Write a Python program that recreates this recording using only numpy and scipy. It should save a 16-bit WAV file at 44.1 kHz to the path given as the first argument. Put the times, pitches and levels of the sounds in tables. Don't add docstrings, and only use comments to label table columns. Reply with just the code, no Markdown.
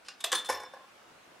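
import sys
import numpy as np
from scipy import signal
from scipy.io import wavfile
from scipy.ndimage import uniform_filter1d

SR = 44100
rng = np.random.default_rng(int(sys.argv[2]) if len(sys.argv) > 2 else 0)


def waveform_to_disk(signal):
    frames = np.transpose(np.atleast_2d(signal))
    scaled = np.clip(frames, -1, 1) * 32767
    samples = np.round(scaled).astype(np.int16)
    wavfile.write(sys.argv[1], SR, samples)


def gain_from_db(level_db):
    decades = np.asarray(level_db, float) / 20
    return 10 ** decades


N = 61739

# [Hz, dB per Hz]
BOX_CRACK_COLOUR = [(880, -30), (1700, -1.5), (2660, -15.5), (4730, -17.5), (5220, -8), (6240, -15.5),
                    (11200, -17.5), (14500, -34), (16000, -93)]
# [Hz, dB, s to fall 60 dB]
BOX_METAL = [(2910, -18, 0.82), (4140, -20, 0.3), (5350, -2.5, 0.072), (10100, -26, 0.042)]


def evened(x):
    return x / np.sqrt(np.mean(x ** 2) + 1e-20)


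def read(points, hz):
    f, value = np.transpose(points)
    return np.interp(np.log(hz + 1), np.log(f + 1), value)


def unit(h):
    return h / np.linalg.norm(h)


def hiss():
    # [Hz, dB per Hz]
    hiss_colour = [(24, -51), (40, -20), (257, -5), (519, -2.5), (1570, -2.5), (1820, -7.5), (2230, -6.5),
                   (10600, -22.5), (16200, -32.5)]
    # [Hz, 1 = the same]
    hiss_likeness = [(60, 1), (240, 0.54), (950, 0.28), (3770, 0.17), (15000, 0.067)]
    level_db, early_db, rise_s, patch_db = -57, -2, 0.6, 1.5
    sleeve_s, sleeve_rise_s, sleeve_db, sleeve_hz = 1, 0.11, 2, 292
    frames, hz = N // 256 + 5, np.fft.rfftfreq(1024, 1 / SR)
    a, b, c, d, patches = rng.standard_normal((frames, 513, 5)).T
    patches = uniform_filter1d(patches, size=8, axis=0)
    patches = evened(uniform_filter1d(patches, size=10, axis=1))
    same = np.clip(read(hiss_likeness, hz), -1, 1)[:, None]
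    mid = np.sqrt((1 + same) / 2) * (a + 1j * b)
    side = np.sqrt((1 - same) / 2) * (c + 1j * d)
    gain = gain_from_db(read(hiss_colour, hz)[:, None] + patch_db * patches)
    z = np.array([mid + side, mid - side]) * gain
    moving = np.clip((np.arange(frames) * 256 / SR - sleeve_s) / sleeve_rise_s, 0, 1)
    z = z * gain_from_db(sleeve_db * moving / (1 + (hz[:, None] / sleeve_hz) ** 2))
    noise = evened(signal.istft(z, nperseg=1024, noverlap=768)[1][:, :N])
    early = np.clip(1 - np.arange(N) / SR / rise_s, 0, 1)
    return gain_from_db(level_db + early_db * early) * noise


def room(x):
    # [Hz, s to fall 60 dB]
    room_t60 = [(200, 0.34), (700, 0.35), (2000, 0.34), (5000, 0.26), (10000, 0.12), (15000, 0.28)]
    # [Hz, 1 = the same]
    room_likeness = [(250, 1), (1500, 0.99), (5000, 0.87), (10000, 0.034)]
    gap_s, drift_per_s = 0.0023, 4.995
    hz, t, z = signal.stft(rng.standard_normal((2, 3, 3 * SR // 4)), SR, nperseg=256)
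    same = np.clip(read(room_likeness, hz), -1, 1)[:, None]
    mid = np.sqrt((1 + same) / 2) * z[0]
    side = np.sqrt((1 - same) / 2) * z[1]
    fade = gain_from_db(-60 * t / read(room_t60, hz)[:, None])
    tail = signal.istft(np.array([mid + side, mid - side]) * fade, SR, nperseg=256)[1]
    start = np.minimum(np.arange(tail.shape[-1]) / SR / gap_s, 1) ** 2
    tail = tail * start / np.linalg.norm(tail[0, 0])
    turn = 2 * np.pi * (drift_per_s * np.arange(N) / SR + np.linspace(0, 1, 4)[:-1, None])
    feeds = x * np.cos(turn) * np.sqrt(2 / len(turn))
    return signal.fftconvolve(feeds[None], tail, axes=2).sum(1)[:, :N]


def thud():
    start_s, pitch_hz, level_db, rise_s, t60_s = 0.5, 86, -53.5, 0.071, 0.17
    t = np.maximum(np.arange(N) / SR - start_s, 0)
    level = gain_from_db(level_db - 60 * t / t60_s) * (1 - np.exp(-t / rise_s))
    return level * 4 * np.sin(2 * np.pi * pitch_hz * t)


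def colour(points):
    hz = np.abs(np.fft.fftfreq(2048, 1 / SR))
    gain = gain_from_db(np.maximum(read(points, hz), -90)) * np.minimum(hz / points[0][0], 1) ** 2
    log_gain = np.log(gain + 1e-5)
    return unit(np.fft.ifft(np.exp(np.conj(signal.hilbert(log_gain)))).real[:1024])


def modes(table):
    rise_s = 0.0011
    t = np.arange(SR // 4) / SR
    hz, db, t60 = np.transpose(table)[:, :, None]
    tones = gain_from_db(db - 60 * t / np.maximum(t60, .005)) * np.sin(2 * np.pi * hz * t)
    return tones.sum(0) * (1 - np.exp(-t / rise_s))


def wood(points):
    # [Hz, s to fall 60 dB]
    wood_t60 = [(250, 0.31), (1000, 0.081), (2500, 0.051)]
    count, panel_db = 90, -5.5
    hz = np.geomspace(points[0][0], 2800, count) * rng.uniform(0.97, 1.02, count)
    t60 = read(wood_t60, hz)
    db = read(points, hz) + 10 * np.log10(hz / t60)
    table = np.transpose([hz * rng.choice([-1, 1], count), db, t60])
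    knock = colour(points)
    return gain_from_db(panel_db) * unit(modes(table)) + np.pad(knock, (0, SR // 4 - len(knock)))


def rattle(length, noise):
    rise_share, grit_db = 0.22, 2.5
    u = np.arange(noise.shape[1]) / SR / max(length, .001)
    gritty = noise[0] * gain_from_db(grit_db * noise[1]) / gain_from_db(grit_db)
    return gritty * np.minimum(u / rise_share, 1) * np.exp(-u ** 2)


def ringing(hits, table, ease_s=0.0046, flicker_db=2.5):
    flicker_s, grid_s = 0.0094, 0.004
    s, level_db = np.transpose(hits)
    t = np.arange(N) / SR
    last = np.maximum(np.searchsorted(s, t) - 1, 0)
    hz, db, t60 = np.transpose(table)[:, :, None]
    fall_db = 60 * np.maximum(t - s[last], 0) / np.maximum(t60, .005)
    level = gain_from_db(db + level_db[last] - fall_db) * (t > s[0])
    width = int(ease_s * SR) + 1
    level = uniform_filter1d(level, width, axis=1, origin=(width - 1) // 2)
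    coarse = rng.standard_normal((int(N / SR / grid_s) + 2, len(table)))
    smooth = evened(uniform_filter1d(coarse, int(flicker_s / grid_s) + 1, axis=0))
    flicker = np.array([np.interp(t, np.arange(len(v)) * grid_s, v) for v in smooth.T])
    tones = np.sin(2 * np.pi * (hz * t + rng.random(hz.shape)))
    return (level * gain_from_db(flicker_db * flicker) * tones).sum(0)


def strikes(table, crack, panel, ring, board):
    burst_share, dense_db, board_db = 0.4, -8, -7
    board_wet = 0.55
    knock, bright = np.zeros(N + SR), colour(crack)
    noise = rng.standard_normal((len(table), 2, 3000))
    for (s, crack_db, wood_db, _, length), z in zip(table, noise):
        burst, at = rattle(length, z), round(s * SR)
        for db, body in ((crack_db, bright), (wood_db + dense_db, panel)):
            sound = unit(signal.fftconvolve(burst, body)) * np.linalg.norm(body)
            knock[at:at + len(sound)] += gain_from_db(db) * np.sqrt(burst_share * length * SR) * sound
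    board_hits = [(row[0], row[2] + board_db) for row in table]
    tones = ringing(board_hits, board, ease_s=0.0021)
    metal = ringing([(row[0], row[3]) for row in table], ring, flicker_db=2)
    return np.array([knock[:N] + board_wet * tones, (1 - board_wet) * tones + metal])


def lever():
    # [s, dB]
    lever_hits = [
        (.338, -42),
        (.352, -30),
        (.405, -41),
        (.43, -47),
        (.455, -41),
        (.49, -43),
    ]
    # [Hz, dB, s to fall 60 dB]
    lever_tone = [(3547, 0, 0.74)]
    return ringing(lever_hits, lever_tone, ease_s=0.0045, flicker_db=0.6)


def coin_tone():
    # [s, dB]
    coin_hits = [
        (.241, -43),
        (.331, -49),
        (.352, -52),
        (.40, -64),
        (.46, -62),
        (.495, -59),
        (.542, -55),
        (.575, -66),
    ]
    # [Hz, dB, s to fall 60 dB]
    coin_pitch = [(13140, 0, 0.16)]
    return ringing(coin_hits, coin_pitch)


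def rim_tone():
    # [s, dB]
    rim_hits = [
        (.493, -32.5),
        (.512, -52),
        (.53, -59),
    ]
    # [Hz, dB, s to fall 60 dB]
    rim_pitch = [(10930, -0.5, 0.056)]
    return ringing(rim_hits, rim_pitch)


def coin_in_slot(panel):
    # [s, dB, dB, dB, s]
    slot_hits = [
        (.045, -58, -68, -79, 0.026),
        (.058, -54, -64, -80, 0.02),
        (.0837, -35, -38.5, -49, 0.006),
    ]
    # [Hz, dB per Hz]
    slot_crack = [(880, -23), (1500, -7), (2020, -11.5), (2640, -6), (4000, -8), (4970, -7), (6500, -14.5),
                  (10000, -19), (16000, -52)]
    # [Hz, dB, s to fall 60 dB]
    slot_metal = [(2700, -10, 0.24), (2790, 3, 0.15), (5600, -15, 0.13)]
    slot_board = [(800, -5, 0.036), (1150, -2, 0.061), (1475, -4, 0.072), (2100, -8.5, .06)]
    return strikes(slot_hits, slot_crack, panel, slot_metal, slot_board)


def coin_on_lip():
    # [s, dB, dB, dB, s]
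    lip_hits = [
        (.19, -82, -57, -63, 0.0057),
        (.2034, -41.5, -51, -53, 0.011),
        (.236, -63, -48, -55, 0.0098),
        (.2400, -26.5, -28, -25.5, 0.0068),
        (.2435, -24, -36, -47, 0.0046),
    ]
    # [Hz, dB per Hz]
    lip_crack = [(880, -8), (1500, -15.5), (3030, -5.5), (3660, -5), (5600, -12.5), (8490, -6.5),
                 (12400, -19.5), (13500, -28), (16000, -47)]
    lip_wood = [(150, -52), (250, -40), (673, 3), (986, -2), (1580, 3), (1980, -31), (2600, -30),
                (3380, -18), (5720, -120)]
    # [Hz, dB, s to fall 60 dB]
    lip_metal = [(2995, -19, 0.17), (3696, 3, 0.35), (4990, -4, 0.076), (5180, -16, 0.2),
                 (8200, -22, 0.074), (10150, -14, 0.088)]
    lip_board = [(400, -12, .1), (620, -5, .08), (700, -8, .15), (1125, -4, .12), (1567, 0, .08),
                 (1780, -2, .08), (2450, -5, .06)]
    return strikes(lip_hits, lip_crack, wood(lip_wood), lip_metal, lip_board)


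def coin_down_chute(panel):
    # [s, dB, dB, dB, s]
    chute_hits = [
        (.317, -25, -31, -52, 0.0076),
        (.321, -32.5, -36.5, -50, 0.0068),
        (.3247, -24.5, -34.5, -54, 0.0022),
        (.328, -18.5, -22, -57, 0.0026),
        (.334, -36, -29, -54, 0.016),
        (.349, -31.5, -31, -29, 0.01),
        (.36, -39.5, -42.5, -39.5, 0.0066),
        (.38, -45, -45, -42.5, 0.031),
        (.444, -45.5, -44, -48, 0.017),
        (.455, -44, -71, -49, 0.016),
    ]
    # [Hz, dB per Hz]
    chute_crack = [(880, -54), (1750, 1.5), (2000, -5), (2400, -15), (3500, 6.5), (3960, -6), (6760, -7),
                   (7390, -2.5), (16000, -24.5)]
    # [Hz, dB, s to fall 60 dB]
    chute_metal = [(1457, -18, 0.2), (3700, -17, 0.09), (4113, -8, 0.16), (4188, -7, 0.25), (5313, -17, .3),
                   (6132, -10, 0.17), (6417, -16, .15), (7400, -9, 0.06), (8656, -9, 0.1), (8990, -15, .12),
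                   (9340, -3, 0.14), (9685, -16, .1), (10150, -2, 0.08), (15700, -22, 0.09)]
    chute_board = [(345, -16, .12), (506, -5, .1), (770, -5, .07), (921, -12, .12), (1100, 0, .07),
                   (1480, -9, .15), (1570, -3, .06), (1700, -1, .05), (1900, -4, .04), (2083, -11, .1),
                   (2304, -11, .12)]
    return strikes(chute_hits, chute_crack, panel, chute_metal, chute_board)


def coin_in_box(panel):
    # [s, dB, dB, dB, s]
    box_hits = [(.487, -36, -38.5, -64, 0.01), (.4905, -37, -23.5, -32, 0.0058),
                (.496, -31.5, -20, -34.5, 0.0099), (.503, -31, -42, -35, 0.0049),
                (.511, -36, -30, -61, 0.0084), (.522, -36.5, -33.5, -38, 0.011),
                (.534, -40.5, -56, -51, 0.0096), (.545, -52, -51, -33.5, 0.02),
                (.555, -44, -36.5, -61, 0.0043), (.569, -51, -61, -41, .012),
                (.598, -46.5, -40.5, -47, 0.014), (.615, -55.5, -43, -72, 0.026),
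                (.634, -47, -36, -65, 0.0047), (.648, -64, -52, -42.5, 0.0041),
                (.663, -70, -45.5, -58, 0.0069)]
    # [Hz, dB, s to fall 60 dB]
    box_board = [(290, -15, .08), (398, -13, .1), (507, -2, .07), (727, -8, .1), (835, 0, .06),
                 (925, -8, .12), (1048, 0, .11), (1085, -6, .12), (1480, -4, .06), (1637, -5, .07),
                 (1733, -9, .1), (1890, -9, .07), (2250, -9, .07)]
    return strikes(box_hits, BOX_CRACK_COLOUR, panel, BOX_METAL, box_board)


def coin_settles(panel):
    # [s, dB, dB, dB, s]
    settle_hits = [
        (.735, -57, -38.5, -60, 0.011),
        (.765, -77, -45.5, -77, 0.022),
        (.795, -74.5, -48.5, -80, 0.017),
        (.84, -81, -54, -77, 0.023),
    ]
    # [Hz, dB, s to fall 60 dB]
    settle_board = [(531.4, -0.5, 0.069), (772, -2.5, 0.045), (934, -20, 0.059), (1046.5, -1, 0.16),
                    (1100, -8, 0.13), (1644, 0.5, 0.038)]
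    return strikes(settle_hits, BOX_CRACK_COLOUR, panel, BOX_METAL, settle_board)


def scene():
    # [Hz, dB per Hz]
    upper_wood = [(180, -13.5), (300, -20.5), (505, -11), (750, -5), (1100, -3), (1300, 1.5), (1650, -7),
                  (2300, -9.5), (3200, -37.5)]
    box_wood = [(230, -19.5), (400, -18), (505, -5), (620, -2.5), (830, 0), (1060, 2.5), (1260, -8),
                (1700, -5.5), (2350, -31), (3200, -43)]
    low_cut_hz, air_cut_hz = 156, 14000
    pan_db, room_db, ring_to_room_db = 0.15, -2.5, -19
    upper, box = wood(upper_wood), wood(box_wood)
    path = coin_in_slot(upper) + coin_on_lip() + coin_down_chute(upper)
    knock, ring = path + coin_in_box(box) + coin_settles(box)
    ring = ring + lever() + coin_tone() + rim_tone()
    knock = signal.sosfilt(signal.butter(3, low_cut_hz, "high", fs=SR, output="sos"), knock)
    knock = signal.sosfilt(signal.butter(6, air_cut_hz, fs=SR, output="sos"), knock)
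    knock = knock + thud()
    direct = (knock + ring) * gain_from_db(np.array([[pan_db], [-pan_db]]))
    echo = gain_from_db(room_db) * room(knock + gain_from_db(ring_to_room_db) * ring)
    return direct + echo + hiss()


def band_limit(x):
    return signal.sosfilt(signal.butter(12, 16360, fs=SR, output="sos"), x)


def record(dry):
    edge = signal.firwin(255, 16050, window=("kaiser", 9), fs=SR)
    mix = signal.oaconvolve(dry, edge[None], "same")
    return band_limit(mix)


dry = scene()
out = record(dry)
waveform_to_disk(out)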